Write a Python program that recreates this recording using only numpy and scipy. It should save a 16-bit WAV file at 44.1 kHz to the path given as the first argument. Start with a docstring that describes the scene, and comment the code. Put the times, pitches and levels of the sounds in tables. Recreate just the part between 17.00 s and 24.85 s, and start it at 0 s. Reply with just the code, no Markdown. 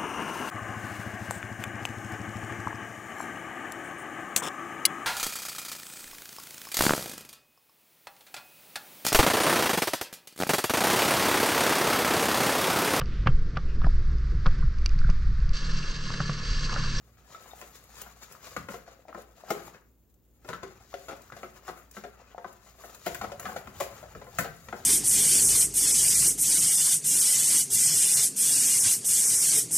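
"""Whisking thick batter

A wire whisk folds foamy batter in a plastic bowl on a stone counter, close by in a kitchen.
The wires knock and drag on the bowl and make it ring. Between knocks, air pockets squelch
and tiny bubbles burst, so the foam tears and fizzes. Near 3 s the whisk is lifted out for
a moment, leaving little but a low mains hum; then the whisking goes on."""
import sys
import numpy as np
from scipy import signal
from scipy.fft import rfft, irfft
from scipy.io import wavfile
from scipy.ndimage import uniform_filter1d

SR = 44100
rng = np.random.default_rng(int(sys.argv[2]) if len(sys.argv) > 2 else 0)


def materialize(psi):
    """Save the field psi as 16-bit PCM at rate SR to the path in sys.argv[1].

    A 1-D psi becomes a single channel; in a 2-D psi each row is a channel.
    """
    bounded = np.clip(np.atleast_2d(psi).T, -1, 1)
    quanta = np.round(bounded * 32767).astype(np.int16)
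    wavfile.write(sys.argv[1], SR, quanta)


N = 346185
TIME = np.arange(N) / SR


def undb(db):
    """Turn decibels into a number to multiply a sound by."""
    return 10 ** (np.asarray(db) / 20)


def unit(x):
    """Scale a sound so that its average (rms) level is 1."""
    return x / np.sqrt(np.mean(x ** 2))


def at_hz(points, hz):
    """Read a value between the rows of a (Hz, value) table, on a musical pitch scale."""
    f, value = np.transpose(points)
    return np.interp(np.log(hz + 1), np.log(f), value)


def colour(x, points, size=2048):
    """Shape a sound's tone with a table of (Hz, dB) rows."""
    gains = undb(at_hz(points, np.arange(size // 2 + 1) * SR / size))
    cepstrum = irfft(np.log(gains))
    # folding this in half makes the filter ring only after a sound, never before it
    cepstrum[1:size // 2] *= 2
    cepstrum[size // 2 + 1:] = 0
    response = irfft(np.exp(rfft(cepstrum)))
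    return signal.oaconvolve(x, response)[:len(x)]


def butter(x, order, hz, kind):
    """Keep the part of a sound above one frequency ("high") or between two ("band")."""
    return signal.sosfilt(signal.butter(order, hz, kind, fs=SR, output="sos"), x)


def wander(per_s):
    """Glide to a new random value, about 1 in size, per_s times a second."""
    hold = int(SR / per_s)
    steps = rng.standard_normal(N)[np.arange(N) // hold]
    return np.sqrt(3 / 2) * uniform_filter1d(steps, hold)


def clicks(n, per_s, spread_db):
    """Random clicks, most of them small and a few large."""
    size = undb(spread_db * np.minimum(rng.exponential(size=n), 5))
    return (rng.random(n) < per_s / SR) * size * np.sign(rng.standard_normal(n))


def add(track, s, sound):
    """Mix a sound into the track, starting at s seconds."""
    i = max(int(s * SR), 0)
    track[i:i + len(sound)] += sound[:max(N - i, 0)]


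def at_level(x, db):
    """Set the average level of the first 25 ms of a short sound."""
    return x * undb(db) / np.sqrt(np.mean(x[:SR // 40] ** 2))


def ring(push, notes, detune=.028, contact_db=2):
    """A push rings an object's notes; shifting batter detunes them, each contact spot rebalances them."""
    t = np.arange(len(push)) / SR
    hz, db, fade_s = np.transpose(notes)[:, :, None]
    shift, weight, side = rng.standard_normal((3, len(notes), 1))
    strength = np.sign(side) * undb(db + contact_db * weight)
    waves = strength * np.sin(2 * np.pi * hz * (1 + detune * shift) * t)
    fade = np.exp(-np.log(1000) * t / fade_s)
    return signal.fftconvolve(push, np.sum(waves * fade, axis=0))[:len(t)]


# Wires hitting the bowl. Each row: start in seconds, wall level in dB, then clack, thump and crackle
# in dB above the wall (before the trims in knocks), and drag time in seconds.
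WIRE_HITS = [(.348, -63, -3, -1, 4, 0.0034), (.614, -53, 1.5, -1, 4.5, .009),
             (1.063, -57.5, 5.5, -1, -13, .007), (1.565, -42, 6, 0.5, -3, .002),
             (1.687, -45, 4.5, 1.5, -12, 0.00092), (1.741, -43.5, -4, -4, -10, 0.0039),
             (1.878, -53.5, -2, -4, -26, 0.0017), (2.083, -48, -7, -5, -16, 0.018),
             (2.147, -47.5, 2.5, 1, -16, 0.00038), (2.176, -45, -14, -7, -19, 0.0056),
             (2.504, -31.5, -3.5, 1.5, -3, 0.0037), (3.447, -59.5, 1.5, 6, -4, 0.003),
             (3.489, -44, 2, 2.5, -2, .012), (3.531, -52, 12.5, 0, 3, 0.0084),
             (3.631, -44, -1, 3, -6, 0.003), (3.940, -38.5, -10, -7, -10.5, .001),
             (4.084, -42.5, 0, -26, -5.5, 0.015), (4.110, -44, -5, -12, -8, 0.024),
             (4.322, -53.5, 6.5, 3.5, -4.5, 0.0029), (4.365, -50.5, -6, -9, -6.5, 0.0076),
             (4.432, -43.5, 0, -1.5, -13, 0.0024), (4.680, -43, 2, 1, -7, 0.016),
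             (4.968, -49, 3, 3.5, -11, 0.0017), (5.038, -42.5, -5.5, -5, -10.5, 0.012),
             (5.380, -43, -7, -11, -19, 0.0029), (5.445, -43.5, 1, -3.5, -19, 0.0014),
             (5.838, -48.5, -3, -4, -28, 0.0025), (6.061, -32, -6.5, -3, -4, 0.0079),
             (6.146, -54, 10, -7, 8.5, 0.0069), (6.213, -40.5, 1, -4, -5, 0.0067),
             (6.239, -37, -3.5, -13, -11.5, 0.0071), (6.318, -40, -10, -11, -10.5, 0.0038),
             (6.396, -52.5, 5, -15, -12, 0.0072), (6.454, -44, 7, 0.5, -1.5, 0.01),
             (6.488, -41.5, -6, -4.5, -25, 0.0065), (6.562, -37, -6.5, -11, -10.5, 0.0085),
             (6.673, -56.5, 8, 10, 2, 0.00081), (6.801, -30.5, -7, -8.5, -4, 0.011),
             (7.029, -46, -11, -14, -19, .01), (7.150, -53, 2.5, 9.5, -7, 0.0011),
             (7.215, -48, -6, -6, -10, 0.0074), (7.268, -54, 1, 4, -31, .002),
             (7.386, -34.5, 6, 1, 5.5, 0.0059), (7.446, -40, -6, -4.5, -8, .001),
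             (7.686, -58, 11.5, 6, 5, .0005), (7.727, -40.5, 0, 0, -15, .003)]
# The notes of the full bowl: its base thumps, its wall knocks, its upper side clacks.
# Each row: pitch in Hz, relative level in dB, seconds to fade by 60 dB.
BASE_NOTES = [(111.1, 1, 0.27), (173, 0.5, 0.18), (208.7, 7, 0.089), (270, -19.5, 0.17), (365.4, -3, 0.12),
              (402.4, -5.5, 0.14), (476, 6, 0.09)]
WALL_NOTES = [(553, -7.5, 0.047), (569, -1, 0.058), (685.5, 3.5, 0.044), (761, -5.5, 0.033),
              (785, 0.5, 0.021)]
SIDE_NOTES = [(1000, -6, 0.037), (1057, -6, 0.043), (1346, 4, 0.02), (1310, -4, 0.025), (1501, -7.5, 0.045),
              (1550, -4, 0.021), (1907, -3.5, 0.0086), (1890, -8.5, 0.0061)]
# The tone of crushed foam and of its finest bubbles. Each row: frequency in Hz, relative level in dB.
CRACKLE_TONE = [(900, -23.5), (2000, 17), (2800, 9.5), (4000, 7), (6000, 3), (9000, -5.5), (16000, -18)]
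FIZZ_TONE = [(5000, -4), (8000, 2), (10000, -2), (12500, -2.5), (16000, 6.5)]


def knocks(slips_per_s=1400, settle_s=0.0062, thump_rise_s=0.011, crackle_s=0.018,
           clack_trim_db=-1, thump_trim_db=-2, crackle_trim_db=-3, spray_from_db=-38):
    """A wire strikes, then slips along the wall in tiny jerks; the bowl rings and trapped foam crackles."""
    out, t = np.zeros(N), np.arange(SR // 5) / SR
    for s, wall_db, clack_db, thump_db, crackle_db, drag_s in WIRE_HITS:
        # a knock high on the side clacks more and bends the base into its lower notes
        thump_hz = np.clip(341 * 2 ** (-0.11 * clack_db), 250, 407)
        press = np.minimum(.5 + t / drag_s, 1)
        settle = np.exp(-np.maximum(t - drag_s, 0) / settle_s)
        push = 0.36 * press * settle * clicks(len(t), slips_per_s, 0.73)
        # the batter cushions deep, loud strokes, so their first strike is softer
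        push[0] += np.clip((-25 - wall_db) / 15, .25, 1)
        # the bowl is too small to give off much sound below its thump
        push = butter(push, 2, 0.23 * thump_hz, "high")
        base_notes = [(hz, db - 24 * abs(np.log2(hz / thump_hz)), fade_s)
                      for hz, db, fade_s in BASE_NOTES]
        # the base is driven through the wall, so it swells a little later
        thump = ring(push, base_notes) * (1 - np.exp(-t / thump_rise_s))
        snap = 2 * push[0] * np.exp(-t / .0015)
        crush = snap + press * np.exp(-np.maximum(t - drag_s / 2, 0) / crackle_s)
        # the harder the foam is crushed, the more of it bursts as fine bright spray
        spray_db = wall_db + crackle_db - spray_from_db
        coarse = colour(crush * clicks(len(t), 6000, 2.8), CRACKLE_TONE)
        spray = colour(crush * clicks(len(t), 6000, 2.8), FIZZ_TONE)
        crackle = at_level(coarse, 0) + at_level(spray, spray_db)
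        add(out, s, at_level(ring(push, WALL_NOTES), wall_db))
        add(out, s, at_level(ring(push, SIDE_NOTES), wall_db + clack_db + clack_trim_db))
        add(out, s, at_level(thump, wall_db + thump_db + thump_trim_db))
        add(out, s, at_level(crackle, wall_db + crackle_db + crackle_trim_db))
    return out


# The tone of wet batter and of tearing foam. Each row: frequency in Hz, relative level in dB.
SQUELCH_TONE = [(60, -17.5), (120, 1), (210, 0.5), (300, -8.5), (420, 2.5), (700, -2.5), (930, -6),
                (1300, 1.5), (1900, -9), (2800, -12), (5000, -46.5)]
TEARING_TONE = [(900, -13), (1800, 5), (2600, 0), (3700, 2), (5000, 1.5), (7000, -1), (8500, -8.5),
                (12000, -19.5)]
# The notes of the wire loops. Each row: pitch in Hz, relative level in dB, seconds to fade by 60 dB.
WIRE_NOTES = [(1307, 6.5, 0.076), (2276, -15, 0.031), (3702, 4.5, 0.047)]


def batter(surge_db=1.96):
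    """Air pockets collapse around the wires, and countless tiny bubbles burst as the foam is torn."""
    tearing_gain, fizz_gain, squelch_gain = strokes()
    surge = undb(surge_db * wander(45))  # one wire after another cuts the surface
    collapses = clicks(N, per_s=1200, spread_db=2.95)
    squelch = undb(-3.5) * unit(colour(collapses, SQUELCH_TONE)) + undb(-7) * bubbles()
    tears = clicks(N, per_s=6000, spread_db=3.2)
    bursts = clicks(N, per_s=4500, spread_db=3.8)
    tearing = undb(-3) * unit(colour(tears, TEARING_TONE))
    tearing += undb(-17) * unit(ring(tears, WIRE_NOTES, detune=0))  # each tear plucks the loops
    fizz = undb(-1) * unit(colour(bursts, FIZZ_TONE))
    return (tearing * tearing_gain + fizz * fizz_gain + squelch * squelch_gain) * surge


# Pushes through the batter; deep ones squelch, shallow ones fizz. Each row: fastest moment in seconds,
# foam level in dB, slowing time in seconds, squelch in dB above the foam, fizz in dB above the tearing.
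# These levels come before the mix in batter.
WHISK_PUSHES = [(.18, -69.5, 0.048, 7.5, -6), (0.328, -55.5, 0.091, 0, -4), (.46, -58.5, 0.24, 3, 2),
                (.60, -53, 0.11, -11, 19), (0.753, -53.5, 0.047, -6, 0.5), (0.978, -51, 0.14, -0.5, 1.5),
                (1.233, -50, 0.04, -3, -1.5), (1.32, -54.5, 0.058, 2, 6), (1.468, -51, 0.13, -0.5, -0.5),
                (1.718, -47.5, 0.053, -3, 6), (1.88, -60.5, 0.053, 7.5, -15), (2.179, -58, 0.061, 5, 0),
                (2.385, -57, 0.033, 2, -3), (2.51, -49.5, 0.094, 5, 0.5), (2.655, -54.5, 0.069, 3, 3),
                (2.743, -58.5, 0.022, 12, -15), (3.49, -52.5, 0.054, 4, 6), (3.66, -65, 0.25, 5.5, -6),
                (3.95, -58.5, 0.25, -9, -1), (4.11, -61, 0.24, 3, 7), (4.39, -56.5, .11, 0.5, 2),
                (4.563, -57, .03, 4.5, 2), (4.68, -51.5, 0.055, 2, 3), (4.778, -53, 0.034, 4, 9),
                (4.968, -52.5, 0.058, -7, 0.5), (5.21, -65, 0.12, 10.5, -19), (5.48, -59, .07, 3.5, -1),
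                (5.668, -55, .05, -3, 2), (5.85, -53, 0.12, 0, 4), (6.08, -51, .2, -6, 3),
                (6.46, -50.5, 0.18, 3.5, 8), (6.81, -46, 0.077, -0.5, 4.5), (6.98, -56, 0.23, 3.5, 2),
                (7.169, -59.5, 0.045, 4.5, 4), (7.387, -50.5, 0.14, -3, 4), (7.73, -54, 0.26, -1.5, 3)]


def strokes(lift_s=2.82, return_s=3.43, dip_s=.05, speed_up_share=0.53, roundness=1.18,
            drag_foam_db=-76, drag_squelch_db=-69, settling_db=-76.5):
    """Each push speeds up and dies away; gives the strength of tearing, fizz and squelch over time."""
    # between pushes the whisk still drags while it is dipped in, and the foam settles by itself
    dipped = np.clip(np.maximum(lift_s - TIME, TIME - return_s) / dip_s, 0, 1)
    tearing = dipped * undb(drag_foam_db) ** 2
    fizz = tearing + undb(settling_db) ** 2
    squelch = dipped * undb(drag_squelch_db) ** 2
    for s, db, slowing_s, squelch_db, fizz_db in WHISK_PUSHES:
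        away = np.maximum((s - TIME) / speed_up_share, TIME - s) / slowing_s
        near = away < 5
        power = np.zeros(N)
        power[near] = (undb(db) * np.exp(-away[near] ** roundness)) ** 2
        torn = power / (1 + undb(fizz_db) ** 2)
        tearing += torn
        fizz += power - torn
        squelch += power * undb(squelch_db) ** 2
    return np.sqrt([tearing, fizz, squelch])


def air_pocket(hz, cycles, glide):
    """An air pocket opens with one short note that rises a little; the thick batter soon damps it."""
    t = np.arange(SR // 20) / SR
    age = t * hz / cycles
    loudness = np.exp(-2 * age) * (1 - np.exp(-10 * age))
    return loudness * np.sin(2 * np.pi * hz * t * (1 + glide * age))


def bubbles(count=900, low_hz=520, high_hz=3600):
    """Many air pockets open at random moments, the small ones higher and fainter."""
    out = np.zeros(N)
    for when, smallness, strength in rng.random((count, 3)):
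        hz = low_hz * (high_hz / low_hz) ** smallness
        gain = undb(np.log(strength + .05)) * np.sqrt(low_hz / hz)
        add(out, when * N / SR, gain * air_pocket(hz, cycles=5, glide=0.046))
    return unit(out)


# Large air pockets. Each row: start in seconds, level in dB, starting pitch in Hz.
LARGE_POCKETS = [(.46, -60, 760), (.534, -51, 696), (1.351, -56, 1210), (1.992, -59, 522),
                 (2.053, -58, 704), (2.128, -52, 1270), (2.437, -49.5, 670), (3.930, -55, 1120),
                 (4.301, -54.5, 1320), (5.347, -48, 690), (6.299, -53, 920), (6.526, -57, 1050)]


def plops():
    """Large air pockets open behind the wires, each with a single plop."""
    out = np.zeros(N)
    for s, db, hz in LARGE_POCKETS:
        add(out, s, at_level(air_pocket(hz, cycles=4, glide=0.03), db))
    return out


# Single sharp pops in the foam. Each row: start in seconds, peak level in dB before the boost.
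FOAM_POPS = [(0.839, -48), (1.016, -31), (1.323, -40), (2.2193, -45.5), (3.1413, -60), (4.2182, -46),
             (4.912, -43), (5.528, -46), (5.947, -35.5), (6.1466, -29), (6.397, -30), (7.2419, -53)]


def pops(burst_s=0.0031, boost_db=4):
    """Larger foam bubbles snap with a short bright tick."""
    out, t = np.zeros(N), np.arange(1024) / SR
    for s, db in FOAM_POPS:
        snap = colour(rng.standard_normal(len(t)) * np.exp(-t / burst_s), FIZZ_TONE)
        add(out, s, snap * undb(db + boost_db) / np.abs(snap).max())
    return out


# Wire loops flicking each other. Each row: start in seconds, level in dB, favoured pitch in Hz.
WIRE_FLICKS = [(0.347, -48, 1520), (.511, -60, 3600)]


def tinks():
    """A loop snaps past its neighbour and rings briefly, damped by the batter."""
    out, flick = np.zeros(N), signal.unit_impulse(SR // 5)
    for s, level_db, loop_hz in WIRE_FLICKS:
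        notes = [(hz, db - 12 * abs(np.log2(hz / loop_hz)), fade_s) for hz, db, fade_s in WIRE_NOTES]
        add(out, s, at_level(ring(flick, notes, detune=0), level_db))
    return out


# The bowl shifting under the hand that steadies it. Each row: time in seconds, rumble level in dB.
RUMBLE_LEVELS = [(0, -68), (1.45, -69.5), (1.6, -50), (1.9, -75.5), (3.2, -80.5), (3.6, -64), (4.4, -67.5),
                 (5.85, -77), (6.1, -54), (7.85, -57.5)]


def bowl_rumble(band_hz=(45, 135)):
    """The bowl rocks on the stone counter with a dull rumble."""
    times, db = np.transpose(RUMBLE_LEVELS)
    bumps = clicks(N, per_s=150, spread_db=0.94)
    return unit(butter(bumps, 2, band_hz, "band")) * undb(np.interp(TIME, times, db))


def circling(x, turns_per_s=2.8, spots=11):
    """The whisk circles the bowl, so its sound passes from one spot's echoes to the next."""
    out = np.zeros((2, N))
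    for spot in range(spots):
        away = (spots * turns_per_s * TIME - spot + spots / 2) % spots - spots / 2
        share = np.cos(np.pi / 2 * np.minimum(np.abs(away), 1)) ** 1.5
        out += [signal.oaconvolve(x * share, path)[:N] for path in echo_paths()]
    return out


def echo_paths(direct_db=-2, scatter_db=-3.5, room_db=-7, scatter_s=0.0048, treble_hz=900):
    """Sound reaches two microphones directly, then off the bowl and counter, then off the room."""
    t = np.arange(SR) / SR
    echoes = []
    for _ in range(2):
        scatter = clicks(SR, 2700, 0.46) * np.exp(-t / scatter_s) * (t > .001)
        # only short waves bounce off things the size of a bowl
        scatter = butter(scatter, 1, treble_hz, "high")
        scatter /= np.sqrt(np.sum(scatter ** 2))
        echoes.append(undb(scatter_db) * scatter + undb(room_db) * room_echo())
    apart = butter(echoes[1], 1, treble_hz, "high")  # long waves reach both sides alike
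    left, right = (echoes[0] + apart) / np.sqrt(2), (echoes[0] - apart) / np.sqrt(2)
    # the left microphone is nearer, so the direct sound gets there a few samples earlier
    left[0] += undb(direct_db)
    right[rng.integers(2, 6)] += undb(direct_db)
    return left, right


# How long the kitchen echoes. Each row: frequency in Hz, seconds to fade by 60 dB.
ROOM_FADE = [(100, 0.73), (500, 0.4), (2000, 0.4), (7000, 0.18), (16000, 0.28)]


def room_echo(build_s=0.012):
    """The kitchen's echoes blur into one tail, each octave dying away at its own rate."""
    t, tail = np.arange(SR) / SR, 0
    for hz in 62.5 * 2 ** np.arange(9):
        octave = [hz / np.sqrt(2), min(hz * np.sqrt(2), SR / 2 - 1)]
        fade = np.exp(-np.log(1000) * t / at_hz(ROOM_FADE, hz))
        tail = tail + butter(rng.standard_normal(SR), 2, octave, "band") * fade
    tail *= np.clip(t / build_s, 0, 1) ** 2
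    return tail / np.sqrt(np.sum(tail ** 2))


# The bowl's left-right balance. Each row: frequency in Hz, dB by which the left is louder.
LEFT_LEAD = [(60, -7.5), (110, 3.5), (200, 4.5), (380, 2), (700, 5.5), (1290, 4.5), (2380, 5.5), (4400, 8),
             (8120, 6), (15000, -1)]


def lean_left(stereo):
    """The left microphone is nearer the bowl and hears most frequencies louder."""
    return np.array([colour(channel, [(hz, side * db / 2) for hz, db in LEFT_LEAD])
                     for channel, side in zip(stereo, (1, -1))])


# The tone of the kitchen's air. Each row: frequency in Hz, relative level in dB.
AIR_TONE = [(20, -39), (45, 4.5), (80, -0.5), (130, -7.5), (250, -5.5), (450, -11), (900, -24.5),
            (2000, -33), (5000, -37), (10000, -53.5), (16000, -23)]
# The mains hum. Each row: pitch in Hz, average level in dB.
HUM_NOTES = [(58.5, -64.5), (117, -75.5)]


def background(air_db=-66, width_db=-8, waver_db=2):
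    """Faint room air lies under a slightly wavering mains hum."""
    middle, side = (unit(colour(rng.standard_normal(N), AIR_TONE)) for _ in range(2))
    hum = np.zeros(N)
    for hz, db in HUM_NOTES:
        level = undb(db + waver_db * wander(6.7))
        hum += level * unit(np.sin(2 * np.pi * hz * TIME + 0.4 * wander(1.8)))
    return hum + undb(air_db) * (middle + undb(width_db) * np.array([side, -side]))


def scene():
    """Whisk, bowl and batter sound in the kitchen, over the rumble and the hum."""
    whisking = knocks() + tinks() + batter() + plops() + pops()
    return lean_left(circling(whisking)) + bowl_rumble() + background()


# The tone of the microphones. Each row: frequency in Hz, boost in dB.
MICROPHONE_TONE = [(20, -0.5), (5600, 2), (6400, 5.5), (6900, 10), (7400, 5.5), (8100, -1.5), (9500, 2.5),
                   (12000, 10.5), (16000, 0)]


def record(dry, bottom_hz=35, top_hz=16000):
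    """The microphone openings ring near 7 kHz; the deepest bass and the highest treble are cut."""
    heard = np.array([colour(channel, MICROPHONE_TONE) for channel in dry])
    heard = butter(heard, 2, bottom_hz, "high")
    return signal.sosfilt(signal.ellip(10, .2, 80, top_hz, fs=SR, output="sos"), heard)


dry = scene()
out = record(dry)
materialize(out)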